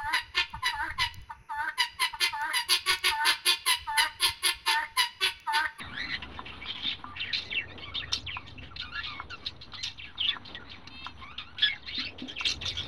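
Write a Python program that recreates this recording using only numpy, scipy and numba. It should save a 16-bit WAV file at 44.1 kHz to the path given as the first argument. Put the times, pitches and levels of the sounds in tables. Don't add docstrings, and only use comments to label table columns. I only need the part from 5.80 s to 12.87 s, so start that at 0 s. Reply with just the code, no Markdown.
import sys
import numpy as np
from scipy import signal
from scipy.fft import rfft, irfft
from scipy.io import wavfile
from scipy.ndimage import uniform_filter1d
from numba import njit

SR = 44100
rng = np.random.default_rng(int(sys.argv[2]) if len(sys.argv) > 2 else 0)


def generate_wav(signal):
    frames = np.transpose(np.atleast_2d(signal))
    scaled = np.clip(frames, -1, 1) * 32767
    pcm = np.round(scaled).astype(np.int16)
    wavfile.write(sys.argv[1], SR, pcm)


def decibels_to_gain(level_db):
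    exponent = np.asarray(level_db, float) / 20
    return 10 ** exponent


N = 311787


def unit(x):
    return x / np.sqrt(np.mean(np.abs(x) ** 2))


def curve(rows, t):
    s, *columns = np.transpose(rows)
    return [np.interp(t, s, column) for column in columns]


def colour(x, points):
    hz, db = np.transpose(points)
    f = np.maximum(np.fft.rfftfreq(len(x), 1 / SR), 1)
    gain = decibels_to_gain(np.interp(np.log(f), np.log(hz), db))
    return unit(irfft(rfft(x) * gain, len(x)))


def flutter(hz):
    low_pass = signal.butter(2, hz, fs=SR, output="sos")
    return unit(signal.sosfilt(low_pass, rng.standard_normal(N)))


def band(hz, width):
    edges = [max(hz - width / 2, 5), hz + width / 2]
    band_pass = signal.butter(2, edges, "bandpass", fs=SR, output="sos")
    return unit(signal.sosfilt(band_pass, rng.standard_normal(N)))


def soften(x, hz):
    return signal.sosfilt(signal.butter(4, hz, fs=SR, output="sos"), x)


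def span(start, end, rise, fall):
    i = np.arange(int(start * SR), min(int((end + 5 * fall) * SR), N))
    t = i / SR
    opening = np.clip((t - start) / rise, 0, 1)
    return i, t, opening * np.exp(-np.maximum(t - end, 0) / fall)


# (frequency [Hz], width [Hz], relative level [dB])
HUM_BANDS = [(30., 12, -15.5), (65.54, 7.7, -1), (91.35, 14, -1), (127.6, 24, -5)]
# (time [s], level [dB])
HUM_LEVEL = [(0.0, -48), (0.96, -53.5), (2.75, -48.5), (4.33, -54.5), (6.69, -55), (6.81, -44), (7.07, -45)]


def hum():
    mix = unit(sum(decibels_to_gain(db) * band(hz, width) for hz, width, db in HUM_BANDS))
    level_db, = curve(HUM_LEVEL, np.arange(N) / SR)
    return mix * decibels_to_gain(level_db)


# (frequency [Hz], width [Hz], level [dB])
FAR_CHIRR = (5900., 220., -88.)


def far_chirr():
    hz, width, db = FAR_CHIRR
    return band(hz, width) * decibels_to_gain(db + 6 * flutter(9))


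# (frequency [Hz], relative level per Hz [dB])
RUSTLE_COLOUR = [(100, -18), (170, 0.5), (253, 6), (400, -7.5), (613, -12), (795, -2.5), (1130, -2.5),
                 (1790, -9), (2740, -12), (4140, -13.5), (4890, -31.5), (6060, -40), (7500, -47),
                 (10500, -32.5), (13000, -56.5), (16000, -55.5)]
# (time [s], level [dB])
RUSTLE_LEVEL = [(0.0, -47), (2.75, -59.5), (3.21, -53.5), (4.09, -59.5), (4.59, -52), (6.69, -59.5),
                (7.07, -49.5)]


def rustle():
    grains = rng.standard_normal(N) * decibels_to_gain(1.2 * flutter(130) + 2 * flutter(24))
    level_db, = curve(RUSTLE_LEVEL, np.arange(N) / SR)
    whole = colour(grains, RUSTLE_COLOUR) * decibels_to_gain(level_db)
    dull = signal.sosfiltfilt(signal.butter(4, 7500, fs=SR, output="sos"), whole)
    return dull + (whole - dull) * decibels_to_gain(-1.5 + 3.2 * flutter(3.7))


SHUFFLES = [(0.0, -60, 1.4), (0.65, -53, -0.32), (1.85, -54.5, 1.56), (2.83, -50, 0.03), (3.42, -61.5, .5),
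            (3.89, -61, 0.05), (4.72, -54.5, 0.32), (6.4, -55, .5), (6.88, -54.5, 1.6)]


def shuffles():
    t = np.arange(N) / SR
    gain = decibels_to_gain(-69.5)
    for s, db, sink in SHUFFLES:
        distance = np.maximum((t - s) / sink, (s - t) / (0.47 * sink))
        gain = gain + decibels_to_gain(db - 20 * distance)
    return band(413, 430) * gain * decibels_to_gain(2.5 * flutter(4.1))


def knocks(events, modes, push):
    out, t = np.zeros(N + SR), np.arange(SR // 3) / SR
    pushing = np.sin(.5 * np.pi * np.minimum(t / push, 1)) ** 2
    for s, peak_db in events:
        ring = np.zeros(len(t))
        for hz, db, t60 in modes:
            strength = decibels_to_gain(db + 2 * rng.standard_normal())
            ring += strength * np.sin(2 * np.pi * hz * t) * 1000. ** (-t / t60)
        ring *= pushing
        out[int(s * SR):][:len(t)] += decibels_to_gain(peak_db) * ring / np.abs(ring).max()
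    return out[:N]


# (time [s], peak level [dB])
BUMPS = [(0.269, -41), (1.052, -45.5), (1.241, -42.5), (2.172, -48), (2.373, -41.5), (2.674, -48),
         (2.757, -44.5), (2.82, -46), (3.075, -49), (6.177, -34.5), (6.418, -29.5), (6.655, -42.5),
         (6.75, -45), (7.019, -52)]
# (frequency [Hz], typical relative level [dB], time to fall 60 dB [s])
BOARD_MODES = [(254.7, 10, 0.17), (290.2, 0.5, 0.38), (760, -16, 0.22)]


def bumps():
    return knocks(BUMPS, BOARD_MODES, push=0.0058)


# (time [s], peak level [dB])
CLICKS = [(0.591, -26), (0.856, -37), (1.241, -27), (1.91, -42), (2.323, -30), (2.567, -25.5),
          (3.399, -24.5), (3.879, -48), (3.934, -35), (4.354, -42.5), (4.389, -42), (4.565, -28.5),
          (5.264, -26), (5.751, -45.5), (6.609, -27), (6.855, -36)]
# (frequency [Hz], typical relative level [dB], time to fall 60 dB [s])
CLICK_MODES = [(1006, 4.5, 0.02), (1350., 10, 0.012), (1574, 1, 0.011)]


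def clicks():
    return knocks(CLICKS, CLICK_MODES, push=0.0022)


def note(start, length, first_hz, last_hz, db, swell, first_db, last_db, early):
    u = np.linspace(0, 1, num=9)
    gain = np.interp(u, [0, np.clip(swell, .05, .95), 1], decibels_to_gain([first_db, 0, last_db]))
    hz = last_hz + (first_hz - last_hz) * (1 - u) ** early
    return np.transpose([start + length * u, hz, db + 20 * np.log10(gain)])


# (frequency [Hz], gain [dB])
VOICE_THROAT = [(900, -2.5), (1700, -4), (2400, 1), (2820, -3), (3500, 0.5), (4200, -0.5), (4700, 0.5),
                (6000, -12), (9000, -16.5)]


def voice(rows, orders, rough, shake, waver, rise, fall):
    s, track_hz, level_db = np.transpose(rows)
    i, t, env = span(s[0], s[-1], rise, fall)
    hz = np.interp(t, s, track_hz)
    gain = np.interp(t, s, decibels_to_gain(level_db))
    phase = 2 * np.pi * np.cumsum(hz * (1 + rough * waver[i])) / SR
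    swing = np.sqrt(1 - rough) + np.sqrt(rough) * shake[i]
    throat_hz, throat_db = np.transpose(VOICE_THROAT)
    tone = 0
    for k, db in orders:
        throat = np.interp(np.log(k * hz), np.log(throat_hz), throat_db)
        tone = tone + decibels_to_gain(db + throat) * np.exp(1j * k * phase)
    out = np.zeros(N)
    out[i] = np.sqrt(2) * env * gain * (swing * tone).real
    return out


def murmurs(shake, waver):
    out = np.zeros(N)
    for when, pitch, slide, size in rng.random((60, 4)):
        s, hz, db = when * (N / SR - .1), 800 * 3 ** pitch, -60 + 14 * size
        last_hz = hz * (0.94 + 0.24 * slide)
        rows = [(s, hz, db - 2), (s + .025, hz, db), (s + .06, last_hz, db - 8.5)]
        out += voice(rows, [(1, 0), (2, -2.5)], 0.33, shake, waver, rise=0.0055, fall=0.0057)
    return out


# (time [s], pitch [Hz], level [dB])
WHINE = [(5.1, 518, -58.5), (5.24, 533.3, -48.5), (5.33, 519, -78.5)]
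# (multiple of the pitch, relative level [dB])
WHINE_ORDERS = [(2, -14.5), (4, -8), (5, 2.5), (6, -5), (7, -6.5), (8, -4.5), (9, -16)]


def whine(shake, waver):
    return voice(WHINE, WHINE_ORDERS, 0.065, shake, waver, rise=0.0052, fall=0.0073)


# (start [s], length [s], first pitch [Hz], last pitch [Hz], peak level [dB])
PEEPS = [ (1.25, 0.091, 1190, 1180, -46), (2.117, 0.031, 1320, 1156, -44.5),
         (2.192, 0.031, 1330, 1135, -47), (2.907, 0.031, 1390, 1110, -49.5),
         (3.152, 0.061, 1650, 1910, -36.5), (3.935, 0.036, 1275, 1140, -49.5),
         (4.266, 0.05, 1714, 1330, -50), (4.752, 0.033, 1965, 1760, -43), (4.793, 0.045, 1470, 1290, -48),
         (5.882, 0.061, 2190, 2030, -33), ]
# (multiple of the pitch, relative level [dB])
PEEP_ORDERS = [(1, 2), (2, -44.5), (3, -39.5)]


def peeps(shake, waver):
    out = np.zeros(N)
    for call in PEEPS:
        rows = note(*call, swell=0.95, first_db=-3, last_db=-14.5, early=0.27)
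        out += voice(rows, PEEP_ORDERS, .15, shake, waver, rise=0.0013, fall=0.019)
    return out


# (start [s], length [s], first pitch [Hz], last pitch [Hz], peak level [dB])
SQUEALS = [ (0.424, 0.028, 1006, 990, -47.5), (0.95, 0.051, 1068, 967, -51.5),
           (2.054, 0.057, 1187, 1098, -48), (3.01, 0.039, 1400, 1430, -43.5),
           (3.049, 0.064, 1213, 1240, -49), (3.118, 0.045, 1330, 1540, -43.5),
           (3.144, 0.064, 1390, 1360, -42.5), (3.262, 0.078, 1248, 1182, -43),
           (3.334, 0.097, 1108, 1085, -47), (3.501, 0.057, 1538, 1325, -42),
           (3.974, 0.05, 1947, 2097, -44.5), (5.413, 0.035, 1064, 1064, -47),
           (5.465, .075, 1085, 1297, -50), (5.585, 0.039, 1320, 1232, -44), (5.626, 0.1, 1170, 1472, -54),
           (5.82, 0.066, 1750, 1687, -29), ]
# (multiple of the pitch, relative level [dB])
SQUEAL_ORDERS = [(1, 0), (2, -2), (3, -10), (4, -20.5), (5, -20.5)]


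def squeals(shake, waver):
    out = np.zeros(N)
    for call in SQUEALS:
        rows = note(*call, swell=0.9, first_db=0, last_db=-11.5, early=1.56)
        out += voice(rows, SQUEAL_ORDERS, .18, shake, waver, rise=0.0026, fall=0.0079)
    return out


# (start [s], length [s], first pitch [Hz], last pitch [Hz], peak level [dB])
CHIRPS = [ (0.0, 0.033, 2366, 1834, -37.5), (0.03, 0.045, 1750, 1250, -42), (0.0, 0.057, 3950, 3564, -46),
          (0.806, 0.047, 1940, 2390, -42.5), (0.884, 0.05, 3160, 3350, -37), (1.03, 0.086, 3226, 3630, -31),
          (1.359, 0.027, 2440, 2790, -42), (1.401, 0.019, 4300, 2980, -31.5),
          (1.412, 0.026, 2900, 2800, -29.5), (1.433, 0.048, 2544, 1710, -39.5),
          (1.462, 0.074, 2590, 1660, -38.5), (1.701, 0.035, 3800, 3220, -38.5),
          (1.71, 0.046, 2970, 1940, -35.5), (1.744, .025, 3490, 2880, -30.5),
          (1.757, 0.038, 2880, 2760, -24.5), (1.781, 0.066, 2500, 1830, -35.5),
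          (1.876, 0.051, 2510, 2410, -49), (2.021, 0.041, 2623, 3330, -40), (2.145, 0.047, 2726, 3720, -30),
          (2.183, 0.052, 3700, 2450, -37), (2.222, 0.03, 1690, 1930, -34), (2.463, 0.05, 4120, 1920, -35),
          (2.502, 0.09, 3306, 2460, -35.5), (2.777, 0.022, 2550, 2690, -41),
          (3.157, 0.039, 3450, 3710, -41), (3.938, 0.034, 3310, 3480, -41.5),
          (4.181, .035, 4250, 2100, -41.5), (4.213, 0.019, 2230, 3600, -40),
          (4.221, 0.037, 3570, 2350, -39.5), (4.374, .03, 3900, 3400, -40.5),
          (4.399, 0.028, 3670, 2850, -27), (4.424, .05, 2850, 2827, -27), (4.445, .028, 3460, 2876, -26.5),
          (4.479, 0.024, 3510, 3474, -24), (4.494, 0.033, 2990, 2480, -34),
          (4.505, 0.064, 2330, 1680, -36.5), (4.933, .03, 2830, 1950, -47), (6.019, .033, 4900, 3000, -49),
          (5.822, 0.032, 3500, 3434, -18.5), (5.945, 0.034, 2026, 1540, -43),
          (6.062, 0.04, 3500, 4320, -40.5), (6.07, .055, 1730, 2295, -42.5),
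          (6.079, 0.083, 2750, 2940, -42.5), (6.132, .035, 3270, 3680, -38.5),
          (6.148, 0.027, 4290, 4180, -38), (6.168, 0.041, 3600, 4156, -30.5),
          (6.175, 0.047, 1906, 2150, -37.5), (6.225, 0.028, 1610, 1520, -40.5),
          (6.236, .022, 3200, 4560, -35), (6.251, 0.049, 4850, 5230, -46),
          (6.255, 0.042, 2750, 2586, -33.5), (6.19, .03, 4500, 5900, -39),
          (6.195, 0.068, 2730, 3140, -37.5), (6.559, 0.053, 3346, 2275, -34),
          (6.598, 0.033, 2640, 2654, -33), (6.62, 0.045, 2380, 2300, -44), (6.811, 0.03, 3860, 2515, -36.5),
          (6.485, .04, 3310, 3220, -39), (6.852, 0.07, 3500, 3534, -31.5),
          (6.902, 0.043, 2480, 2080, -41.5), (6.967, 0.052, 3250, 3440, -30.5),
          (7.021, 0.043, 3700, 3500, -41.5), ]


def chirps(shake, waver):
    out = np.zeros(N)
    for call in CHIRPS:
        rows = note(*call, swell=0.46, first_db=-6, last_db=-12, early=2)
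        out += voice(rows, [(1, 0), (2, -38)], .4, shake, waver, rise=0.0022, fall=0.016)
    return out


# (time [s], pitch [Hz], level [dB])
CRY = [(0.112, 1350, -54), (0.15, 1580, -46.5), (0.2, 1886, -34.5), (0.245, 2045, -38), (0.283, 2020, -53),
       (0.3, 2005, -39.5), (0.344, 2000, -36.5), (0.378, 1953, -67)]
# (multiple of the pitch, relative level [dB])
CRY_ORDERS = [(1, 3), (2, -4), (3, -20), (4, -31), (5, -24), (6, -35)]


def cry(shake, waver):
    return voice(CRY, CRY_ORDERS, .6, shake, 0.69 * waver, rise=.002, fall=0.011)


def squeaks():
    wide, narrow = (unit(flutter(hz) + 1j * flutter(hz)) for hz in (200, 150))
    waver = .05 * flutter(35)
    quiet = murmurs(narrow, waver) + whine(narrow, waver) + peeps(narrow, waver)
    calls = quiet + squeals(narrow, waver) + chirps(wide, waver)
    return soften(calls, 5600) + cry(wide, waver)


@njit
def svf(x, hz, width):
    y, b, l = np.empty(len(x)), 0., 0.
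    for i in range(len(x)):
        g, k = np.tan(np.pi * hz[i] / SR), width / hz[i]
        v = (b + g * (x[i] - l)) / (1 + g * (g + k))
        b, l, y[i] = 2 * v - b, l + 2 * g * v, k * v
    return y


def throat_ring(air, hz, width):
    return unit(svf(svf(air, hz, width), hz, width))


def slapping_air():
    gaps, sizes = rng.standard_normal((N // 50, 2)).T
    at = np.cumsum(SR / 260 * np.exp(.45 * gaps)).astype(int)
    slaps = np.zeros(N)
    slaps[at[at < N]] = decibels_to_gain(3.37 * sizes[at < N])
    puffs = signal.lfilter([1], [1, -np.exp(-1 / (0.0052 * SR))], slaps)
    return (0.32 + puffs) * rng.standard_normal(N) + slaps


# (start [s], swell [s], time to sink 20 dB [s], level of the main part at its peak [dB],
#  shrillness: high ring under the main part [dB])
RASPS = [ (0.0, .003, 0.02, -39, -45), (0.289, 0.058, 0.04, -38, -49), (0.421, .002, 0.03, -37, -38),
         (0.49, 0.065, 0.1, -52, -16.5), (0.652, .01, 0.18, -43, -42), (0.805, 0.025, 0.02, -55, -19),
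         (0.852, 0.056, .04, -36, -49), (0.947, 0.0026, 0.29, -41.5, -24), (1.019, 0.06, 0.06, -35, -50),
         (1.098, 0.028, 0.02, -33.5, -48), (1.355, 0.023, 0.24, -40.5, -47),
         (1.528, 0.0077, 0.063, -24.5, -34), (1.558, 0.01, 0.16, -40.5, -14),
         (1.976, .002, .18, -47.5, -40.5), (2.14, 0.0051, 0.09, -38.5, -46.5),
         (2.318, 0.017, 0.06, -28, -7), (2.5, 0.05, 0.16, -53.5, -29), (2.658, 0.02, 0.08, -48.5, -15),
         (2.81, 0.027, 0.08, -47.5, -24), (2.96, 0.0059, 0, -33.5, -30), (2.988, .012, 0.05, -33.5, -30),
         (3.13, 0.078, 0.1, -46, -27), (3.233, 0.0028, 0.1451, -36.5, -49.5),
         (3.496, 0.0018, 0.13, -52, -6), (3.589, 0.0026, 0.2, -62, -8), (3.652, 0.016, 0.03, -30.5, -23),
         (3.762, .005, -0.09, -49, -8.5), (3.811, 0.003, 0.05, -40.5, -26), (3.92, 0.0023, -0.02, -46, -29),
         (3.933, .002, 0.1, -42, -32.5), (4.027, 0.0069, 0.07, -31.5, -8), (4.054, 0.013, 0.05, -41, -39),
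         (4.174, 0.0044, .06, -51.5, -40), (4.233, 0.016, 0.1, -49.5, -26), (4.37, 0.13, 0.06, -43, -27.5),
         (4.645, 0.017, 0.11, -45, -28.5), (4.746, 0.0017, .015, -36.5, -29),
         (4.895, 0.0046, 0.09, -42.5, -44), (5.072, 0.0046, -0.01, -36.5, -20),
         (5.24, 0.0089, 0.05, -43, -11), (5.372, 0.07, -0.86, -51, -42), (5.579, .004, .055, -36, -33),
         (5.745, 0.0034, -0.84, -53, -30), (5.783, 0.0014, 0.1254, -35, -17.5),
         (5.822, 0.0023, .14, -38, -32), (6.055, 0.027, 0.2, -44, -27), (6.139, 0.076, 0.06, -38, -28),
         (6.381, 0.0087, 0.1, -43.5, -21), (6.476, 0.0081, 0.07, -44, -7.5),
         (6.582, 0.0088, 0.12, -41.5, -7.5), (6.644, 0.013, 0.0551, -25.5, -19),
         (6.664, 0.04, 0.045, -30.5, -8), (6.806, 0.0085, 0.12, -42.5, -18), (6.847, 0.037, .06, -34.5, -6),
         (6.954, 0.032, .2, -42, -9), ]
# (time [s], frequency [Hz])
THROAT_CENTRE = [(0.0, 2320), (0.34, 3280), (0.43, 2610), (1.12, 3280), (1.42, 2590), (1.55, 3660),
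                 (2.0, 2750), (2.16, 3740), (2.7, 3620), (2.85, 2640), (3.01, 3820), (3.17, 3060),
                 (3.24, 3430), (3.5, 3550), (3.67, 3930), (4.03, 3900), (4.24, 2900), (4.67, 3620),
                 (4.75, 3140), (4.9, 3470), (5.08, 3460), (5.58, 3270), (5.79, 3470), (6.4, 3330),
                 (6.55, 2940), (6.66, 3670), (6.88, 3670), (7.0, 3300)]
# (frequency [Hz], relative level per Hz [dB])
BREATH_COLOUR = [(6000, -3), (7500, -7), (8500, 1), (10500, 1), (12000, -4), (13500, -30.5), (16000, -41.5)]


def rasps():
    gain, broad, upper, hiss = np.zeros((4, N))
    hz = np.full(N, 3300.)
    for start, swell, sink, db, shrill_db in RASPS:
        swell, sink = max(swell, .002), max(sink, .008)
        i, t, env = span(start, start + swell + 2 * sink, rise=0.0014, fall=0.0027)
        late = t - start - swell
        swelling_db = -12 * np.maximum(-late / swell, 0)
        sinking_db = -20 * np.maximum(late / sink, 0) ** 1.03
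        effort = env * decibels_to_gain(db + swelling_db + sinking_db)
        hz[i] = curve(THROAT_CENTRE, start + swell)[0]
        gain[i] += effort
        broad[i] += effort * decibels_to_gain(-10.5 - .5 * (db + 45.5))
        upper[i] += effort * decibels_to_gain(shrill_db)
        hiss[i] += effort * decibels_to_gain(-38.5 + 0.46 * (shrill_db + 31))
    air = slapping_air()
    high = throat_ring(air, hz * 1.04 * np.exp(0.068 * flutter(25)), 986.)
    low = throat_ring(air, hz * .8 * np.exp(0.068 * flutter(25)), 986.)
    body = soften(0.8 * high + 0.35 * low, 4050)
    body = body / np.sqrt(uniform_filter1d(body ** 2, size=SR // 30))
    breathy = soften(throat_ring(air, np.full(N, 2700.), 3000.), 4130)
    shrill = soften(throat_ring(air, 5480 * np.exp(0.13 * flutter(21)), 700.), 7000)
    return gain * body + broad * breathy + upper * shrill + hiss * colour(air, BREATH_COLOUR)


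# (frequency [Hz], width [Hz], relative level [dB])
BOX_MODES = [(1870, 260, 2), (1890, 4.1, -14.5), (2893, 9, -8.5), (3470, 16, -12.5)]


def box(near):
    t = np.arange(SR // 4) / SR
    blur = rng.standard_normal(len(t)) * np.exp(-np.log(1000) * t / 0.057) * (t > .002)
    blur = blur / np.sqrt(np.sum(blur ** 2))
    modes = np.zeros(len(t))
    for hz, width, db in BOX_MODES:
        modes += decibels_to_gain(db) * np.sin(2 * np.pi * hz * t) * np.exp(-np.pi * width * t) * width / SR
    return signal.oaconvolve(near, decibels_to_gain(-5) * blur + decibels_to_gain(4) * modes)[:N]


def scene():
    background = hum() + far_chirr() + rustle() + shuffles()
    near = clicks() + squeaks() + rasps()
    return (background + bumps() + near + box(near))[None]


def roll_off(x):
    return signal.sosfilt(signal.butter(12, 15719, fs=SR, output="sos"), x)


def record(dry):
    mix = dry - .0028
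    return roll_off(mix)


dry = scene()
out = record(dry)
generate_wav(out)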